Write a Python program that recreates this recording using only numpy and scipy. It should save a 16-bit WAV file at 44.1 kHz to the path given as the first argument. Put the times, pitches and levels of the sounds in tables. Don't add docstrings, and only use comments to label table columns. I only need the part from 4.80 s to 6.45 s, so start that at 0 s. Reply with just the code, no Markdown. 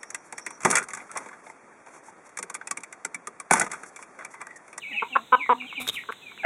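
import sys
import numpy as np
from scipy import signal
from scipy.fft import rfft, irfft
from scipy.io import wavfile
from scipy.ndimage import uniform_filter1d

SR = 44100
rng = np.random.default_rng(int(sys.argv[2]) if len(sys.argv) > 2 else 0)


def boost_factor(decibels):
    exponent = np.asarray(decibels, float) / 20
    return 10 ** exponent


def put_to_file(sound):
    columns = np.atleast_2d(sound).T
    safe = np.clip(columns, -1, 1)
    whole_steps = np.round(safe * 32767)
    wavfile.write(sys.argv[1], SR, whole_steps.astype(np.int16))


N = 72765


def line(table, col=1):
    rows = np.array(table, float)
    return np.interp(np.arange(N) / SR, rows[:, 0], rows[:, col])


def inside(table, fade_s=0.0026):
    t = np.arange(N) / SR
    to_edge_s = np.minimum(t - table[0][0], table[-1][0] - t)
    return np.clip(to_edge_s / fade_s, 0, 1)


def unit(x):
    return x / np.sqrt(np.mean(x ** 2) + 1e-18)


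def ring(x, hz, width_hz):
    return signal.lfilter(*signal.iirpeak(hz, hz / width_hz, SR), x)


def ring_twice(x, hz, width_hz):
    return ring(ring(x, hz, width_hz), hz, width_hz)


def coloured(points, lo_hz=20, hi_hz=2e4):
    curve = np.array(points, float)
    hz = np.arange(N // 2 + 1) * SR / N + 1
    shape_db = np.interp(np.log(hz), np.log(curve[:, 0]), curve[:, 1])
    spectrum = rfft(rng.standard_normal(N)) * boost_factor(shape_db)
    in_band = irfft(spectrum * (hz > lo_hz) * (hz < hi_hz), N)
    return irfft(spectrum, N) / np.std(in_band)


def walk(rate_hz):
    size = int(SR / rate_hz)
    return unit(uniform_filter1d(uniform_filter1d(rng.standard_normal(N), size), size))


def tail(x, t60_s):
    t = np.arange(SR // 2) / SR
    echoes = rng.standard_normal(len(t)) * boost_factor(-60 * t / t60_s) * np.minimum(t / 0.0013, 1)
    return signal.fftconvolve(x, echoes / np.sqrt(np.sum(echoes ** 2)))[:N]


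def late(x, delay_s):
    return np.pad(x, (int(delay_s * SR), 0))[:N]


def whistle(rows):
    phase = 2 * np.pi * np.cumsum(line(rows)) / SR
    return np.sqrt(2) * np.sin(phase) * boost_factor(line(rows, 2)) * inside(rows, 0.0027)


def outdoor_air():
    # frequency in Hz, relative density in dB.
    air_colour = [(15, -37), (25, -13), (189, -0.5), (458, -2), (646, -7.5), (893, -2), (1260, -10),
                  (1340, -7.5), (1430, -1.5), (1560, -10), (2020, -6.5), (2620, -7), (2800, -7.5),
                  (3180, -11.5), (3540, 1), (4030, -2.5), (4300, -28), (5590, -57.5), (9460, -120)]
    hiss_colour = [(2590, -54), (4400, -15.5), (4520, -24), (5270, -21.5), (6410, -2.5), (7080, -4),
                   (7960, -0.5), (8390, -5), (8890, -13), (10400, -14), (15600, -14.5)]
    air_db, hiss_db = -52.5, -63
    return boost_factor(air_db) * coloured(air_colour) + boost_factor(hiss_db) * coloured(hiss_colour)


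def thin_shimmer():
    # time in seconds, level in dB.
    level_rows = [(0.0, -70), (0.55, -75.5), (0.642, -52.5), (0.762, -70.5), (0.904, -47), (1.046, -55.5),
                  (1.12, -50.5), (1.268, -54), (1.65, -59)]
    centre_hz, width_hz = 3765, 1700
    band = unit(ring_twice(rng.standard_normal(N), centre_hz, width_hz))
    waver_db = 0.9 * walk(21)
    return band * boost_factor(line(level_rows) + waver_db)


def birds():
    # time in seconds, pitch in Hz, level in dB before flutter and echoes.
    chirps = [
        [(0.016,3050,-51),(.024,2900,-42.5),(.034,2370,-38.5),(.058,2206,-39.5)],
        [(.07,2570,-42),(.09,2530,-48),(.102,2300,-44),(.128,1896,-40)],
        [(.11,2722,-42),(.135,2450,-45),(.147,2270,-34),(.155,2150,-39)],
        [(.128,2963,-39),(.145,2885,-41.5),(.183,2482,-29.5),(.204,2030,-35)],
        [(.195,3260,-47.5),(.22,2700,-50),(.25,2240,-50.5)],
        [(.283,2910,-50),(.322,2950,-62)],
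        [(.297,3400,-53),(.322,2950,-51),(.333,2693,-34),(.347,2390,-47.5)],
        [(.29,2386,-54),(.335,2246,-50)],
        [(.565,2950,-36.5),(.582,2840,-56),(.605,2400,-35),(.632,2125,-31.5),(.67,1895,-46.5)],
        [(.78,2950,-49),(.795,2704,-52.5),(.812,2360,-33),(.827,2020,-57)],
        [(.8,2835,-40),(.84,2602,-54),(.865,2310,-43)],
        [(.865,3350,-47),(.9,2785,-48),(.918,2260,-42),(.94,2190,-42.5)],
        [(.953,3026,-46),(.968,2556,-35.5),(.982,2343,-37.5),(1.0,2065,-44)],
        [(.96,3150,-52),(.99,2900,-48),(1.02,2280,-48)],
        [(1.13,3780,-60),(1.155,3050,-40),(1.172,2268,-30),(1.185,1903,-39.5),(1.2,2080,-64)],
        [(1.42,2590,-55.5),(1.47,2420,-44),(1.49,2270,-52),(1.5,2168,-47),(1.52,2440,-52)],
        [(1.583,2960,-51),(1.593,2453,-46.5),(1.63,2107,-41)],
    ]
    # time in seconds, pitch in Hz, level in dB.
    notes = [
        [(0.11, 758, -48.5), (0.128, 823, -61), (0.154, 824, -46), (0.185, 824, -55.5)],
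        [(0.243, 954, -51), (0.247, 943, -41), (0.273, 960, -46), (0.29, 947, -71)],
        [(0.594, 964, -49), (0.604, 1016, -36), (0.655, 1019, -61.5)],
    ]
    # delay in seconds, level in dB.
    tree_echoes = [(.011, -7), (.024, -14.5), (.041, -19)]
    trees_t60_s, wet_db = 0.15, 0.5
    flutter_db = 2.6 * walk(160)
    out = sum(whistle(rows) for rows in chirps) * boost_factor(flutter_db)
    out = out + sum(boost_factor(db) * late(out, delay_s) for delay_s, db in tree_echoes)
    out = out + boost_factor(wet_db) * tail(out, trees_t60_s)
    return out + sum(whistle(rows) for rows in notes)


def beak_and_foot_taps():
    # start in seconds, peak before echo in dB, centre in Hz.
    tap_rows = [(.661, -32, 1140), (0.821, -35.5, 1120), (.845, -38.5, 1290), (.927, -28.5, 1065),
                (1.001, -32, 640), (1.07, -24.5, 1500), (1.237, -32, 1560), (1.258, -42, 1390),
                (1.323, -21.5, 1640), (1.518, -35, 1300), (1.577, -31, 1680)]
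    echo_t60_s, echo_db = 0.064, -6.5
    out = 0
    for start_s, peak_db, hz in tap_rows:
        click = np.zeros(N)
        click[int(start_s * SR)] = 1
        for _ in range(3):
            click = ring(click, hz, 0.92 * hz)
        out = out + boost_factor(peak_db) * click / np.max(np.abs(click))
    return out + boost_factor(echo_db) * tail(out, echo_t60_s)


def feather_brush():
    # time in seconds, level in dB before grain.
    stretches = [
        [(0.99, -87), (1.002, -49), (1.024, -38.5), (1.034, -50), (1.068, -54.5), (1.072, -38)],
        [(1.108, -58.5), (1.124, -51.5), (1.148, -44), (1.178, -58), (1.27, -73), (1.28, -68)],
        [(1.315, -60), (1.325, -54), (1.34, -68)],
        [(1.068, -52), (1.09, -38), (1.11, -58.5)],
    ]
    # frequency in Hz, relative density in dB.
    brush_colour = [(29, -40), (50, 15), (275, 3), (638, -13), (1220, 13), (1750, -2), (2570, 13.5),
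                    (3040, -8), (3690, 19), (4470, -10.5), (8340, 3.5), (13500, -2), (15600, -10)]
    grain_db = 1.8 * walk(220)
    strength = sum(boost_factor(line(rows)) * inside(rows) for rows in stretches)
    return coloured(brush_colour, lo_hz=5500, hi_hz=15000) * boost_factor(grain_db) * strength


def scrape():
    # slip start in seconds, strength in dB.
    slips = [(1.0755, -21), (1.0825, -31), (1.087, -20), (1.0945, -21), (1.1005, -31)]
    # mode in Hz, nominal t60 in seconds, level in dB, contact time scale in ms.
    modes = [(3720, .007, 4, 3), (3360, 0.0041, 2, 3), (6520, 0.001, -1.5, 1.66), (8100, 0.0023, -23, 0.74),
             (11600, 0.0016, -5, 0.89), (14000, 0.0034, -22, 1.2), (1500, .003, -11.5, 2.9),
             (435, 0.0028, -8, 3.14), (120.4, 0.018, -23.5, 6.5)]
    t = np.arange(N) / SR
    body = 0
    for hz, t60_s, db, contact_ms in modes:
        push = 0
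        for start_s, slip_db in slips:
            since = np.maximum(t - start_s, 0) * 1000 / contact_ms
            push = push + boost_factor(slip_db) * since * np.exp(-since ** 2)
        drive = rng.standard_normal(N) + 0.26 * np.cos(2 * np.pi * hz * t)
        width_hz = 3.2 / t60_s
        steady = ring_twice(drive, hz, width_hz)
        body = body + boost_factor(db) * ring_twice(push * drive, hz, width_hz) / np.std(steady)
    return body


def crooning_hen():
    # time in seconds, pitch in Hz, level in dB before harmonic gains.
    croons = [
        [(0.1, 268.4, -67), (0.116, 279.6, -47), (0.13, 225, -58), (0.146, 206, -51.5), (0.19, 250, -74)],
        [(0.3, 288, -56.5), (0.326, 250.7, -51), (0.368, 259.6, -53), (0.392, 213.8, -52.5), (0.45, 246, -61)],
        [(0.57, 250, -75.5), (0.58, 247, -51.5), (0.598, 276, -50), (0.616, 296, -54.5), (0.65, 290, -73.5)],
        [(0.735, 251, -33), (0.761, 250, -50), (0.851, 250, -48), (0.863, 271, -48), (0.88, 250, -77)],
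        [(0.97, 267.3, -48), (0.98, 281.5, -46), (1.002, 245.7, -46), (1.042, 254, -48), (1.07, 250, -51)],
    ]
    harmonics_db = [2.5, -7, 1, -8]
    upper_lifts_db = [-6, -1, -1, -9, -5.5]
    out = 0
    for rows, upper_db in zip(croons, upper_lifts_db):
        phase = 2 * np.pi * np.cumsum(line(rows)) / SR
        tone = 0
        for i, db in enumerate(harmonics_db):
            lift_db = upper_db if i > 0 else 0
            tone = tone + boost_factor(db + lift_db) * np.sin((i + 1) * phase)
        out = out + np.sqrt(2) * tone * boost_factor(line(rows, 2)) * inside(rows, 0.014)
    return out


def clucking_hen():
    # time in seconds, level in dB, mean pitch in Hz, upper throat in dB.
    clucks = [
        [(0.221, -30, 247.7, -1), (0.229, -21.5, 231.2, -6.5), (0.24, -33.5, 225.5, -27)],
        [(0.353, -30, 241.7, 4.5), (0.361, -11.5, 265.7, -1), (0.369, -11.5, 245, -15),
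         (0.376, -57.5, 269.7, -2.5)],
        [(0.521, -32.5, 237.6, -3.5), (0.527, -13, 258.3, -5.5), (0.541, -13.5, 253.9, -4.5),
         (0.551, -11, 246.4, -6.5), (0.557, -28.5, 264.8, -18.5)],
        [(0.691, -18.5, 214, -10), (0.699, -14.5, 247.3, -6.5), (0.707, -13.5, 251.7, -14),
         (0.719, -15.5, 243.4, -23), (0.731, -16.5, 229, -17.5), (0.742, -48, 244, -8.5)],
        [(1.288, -29.5, 210, 2.5), (1.296, -28, 226.7, -1), (1.306, -26, 219, -6)],
    ]
    squawk = [(1.633, -36, 810, -4.5), (1.637, -30, 758, -12), (1.645, -24.5, 650, -16.5),
              (1.65, -16.5, 662, -22)]
    # throat frequency factor, width factor, chest in dB, top in dB, roughness 0-1.
    mouths = [(0.992, 1.18, -10, -26, 0.19), (1.091, 2.07, -14, -28.5, 0.2),
              (1.028, 1.05, -11.5, -25, 0.12), (0.994, 1.43, -8.5, -28, 0.08),
              (1.066, 1.2, -3.5, -25, 0.19), (0.74, 0.82, -11, -4, 0.7)]
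    # resonance in Hz and width in Hz before the mouth factors, level in dB,
    # gain group (0 chest, 1 main, 2 upper, 3 top).
    throat = [(250, 450, -11.5, 0), (454, 173, 2.5, 0), (994.4, 206, 3, 1), (1305, 243, 2.5, 2),
              (1455, 184, 2, 2), (2240, 440, 5, 3), (2900, 320, 1.5, 3), (3600, 520, -6, 3)]
    pen_t60_s, pen_db = 0.13, -13.5
    out = 0
    for rows, (stretch, damp, chest_db, top_db, rough) in zip(clucks + [squawk], mouths):
        pitch_hz = line(rows, 2)
        jitter = 1 + 0.2 * rough * walk(150)
        phase = 2 * np.pi * np.cumsum(pitch_hz * jitter) / SR
        phase = phase - phase[int(rows[0][0] * SR)] - 1.5
        pulses = sum(np.cos(k * phase) for k in range(1, int(4500 / pitch_hz.max())))
        breath = 3 * rough * rng.standard_normal(N) * (1 + np.cos(phase))
        source = pulses + breath
        group_gains = [boost_factor(chest_db), 1, boost_factor(line(rows, 3)), boost_factor(top_db)]
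        voice = 0
        for i, (hz, width_hz, db, group) in enumerate(throat):
            rung = ring_twice(source, hz * stretch, width_hz * damp)
            voice = voice + (-1) ** i * boost_factor(db) * group_gains[group] * rung
        out = out + unit(voice) * inside(rows, 0.00034) * boost_factor(line(rows))
    return out + boost_factor(pen_db) * tail(out, pen_t60_s)


def scene():
    top_hz, bass_cut_hz = 3843, 91
    low = thin_shimmer() + birds() + beak_and_foot_taps() + crooning_hen() + clucking_hen()
    low = signal.sosfilt(signal.ellip(6, 1, 50, top_hz, fs=SR, output="sos"), low)
    mix = low + outdoor_air() + feather_brush() + scrape()
    mix = signal.sosfilt(signal.butter(2, bass_cut_hz, "high", fs=SR, output="sos"), mix)
    return mix[None]


def roll_off(x):
    return signal.sosfilt(signal.butter(12, 15730, fs=SR, output="sos"), x)


def record(dry):
    return roll_off(dry)


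dry = scene()
out = record(dry)
put_to_file(out)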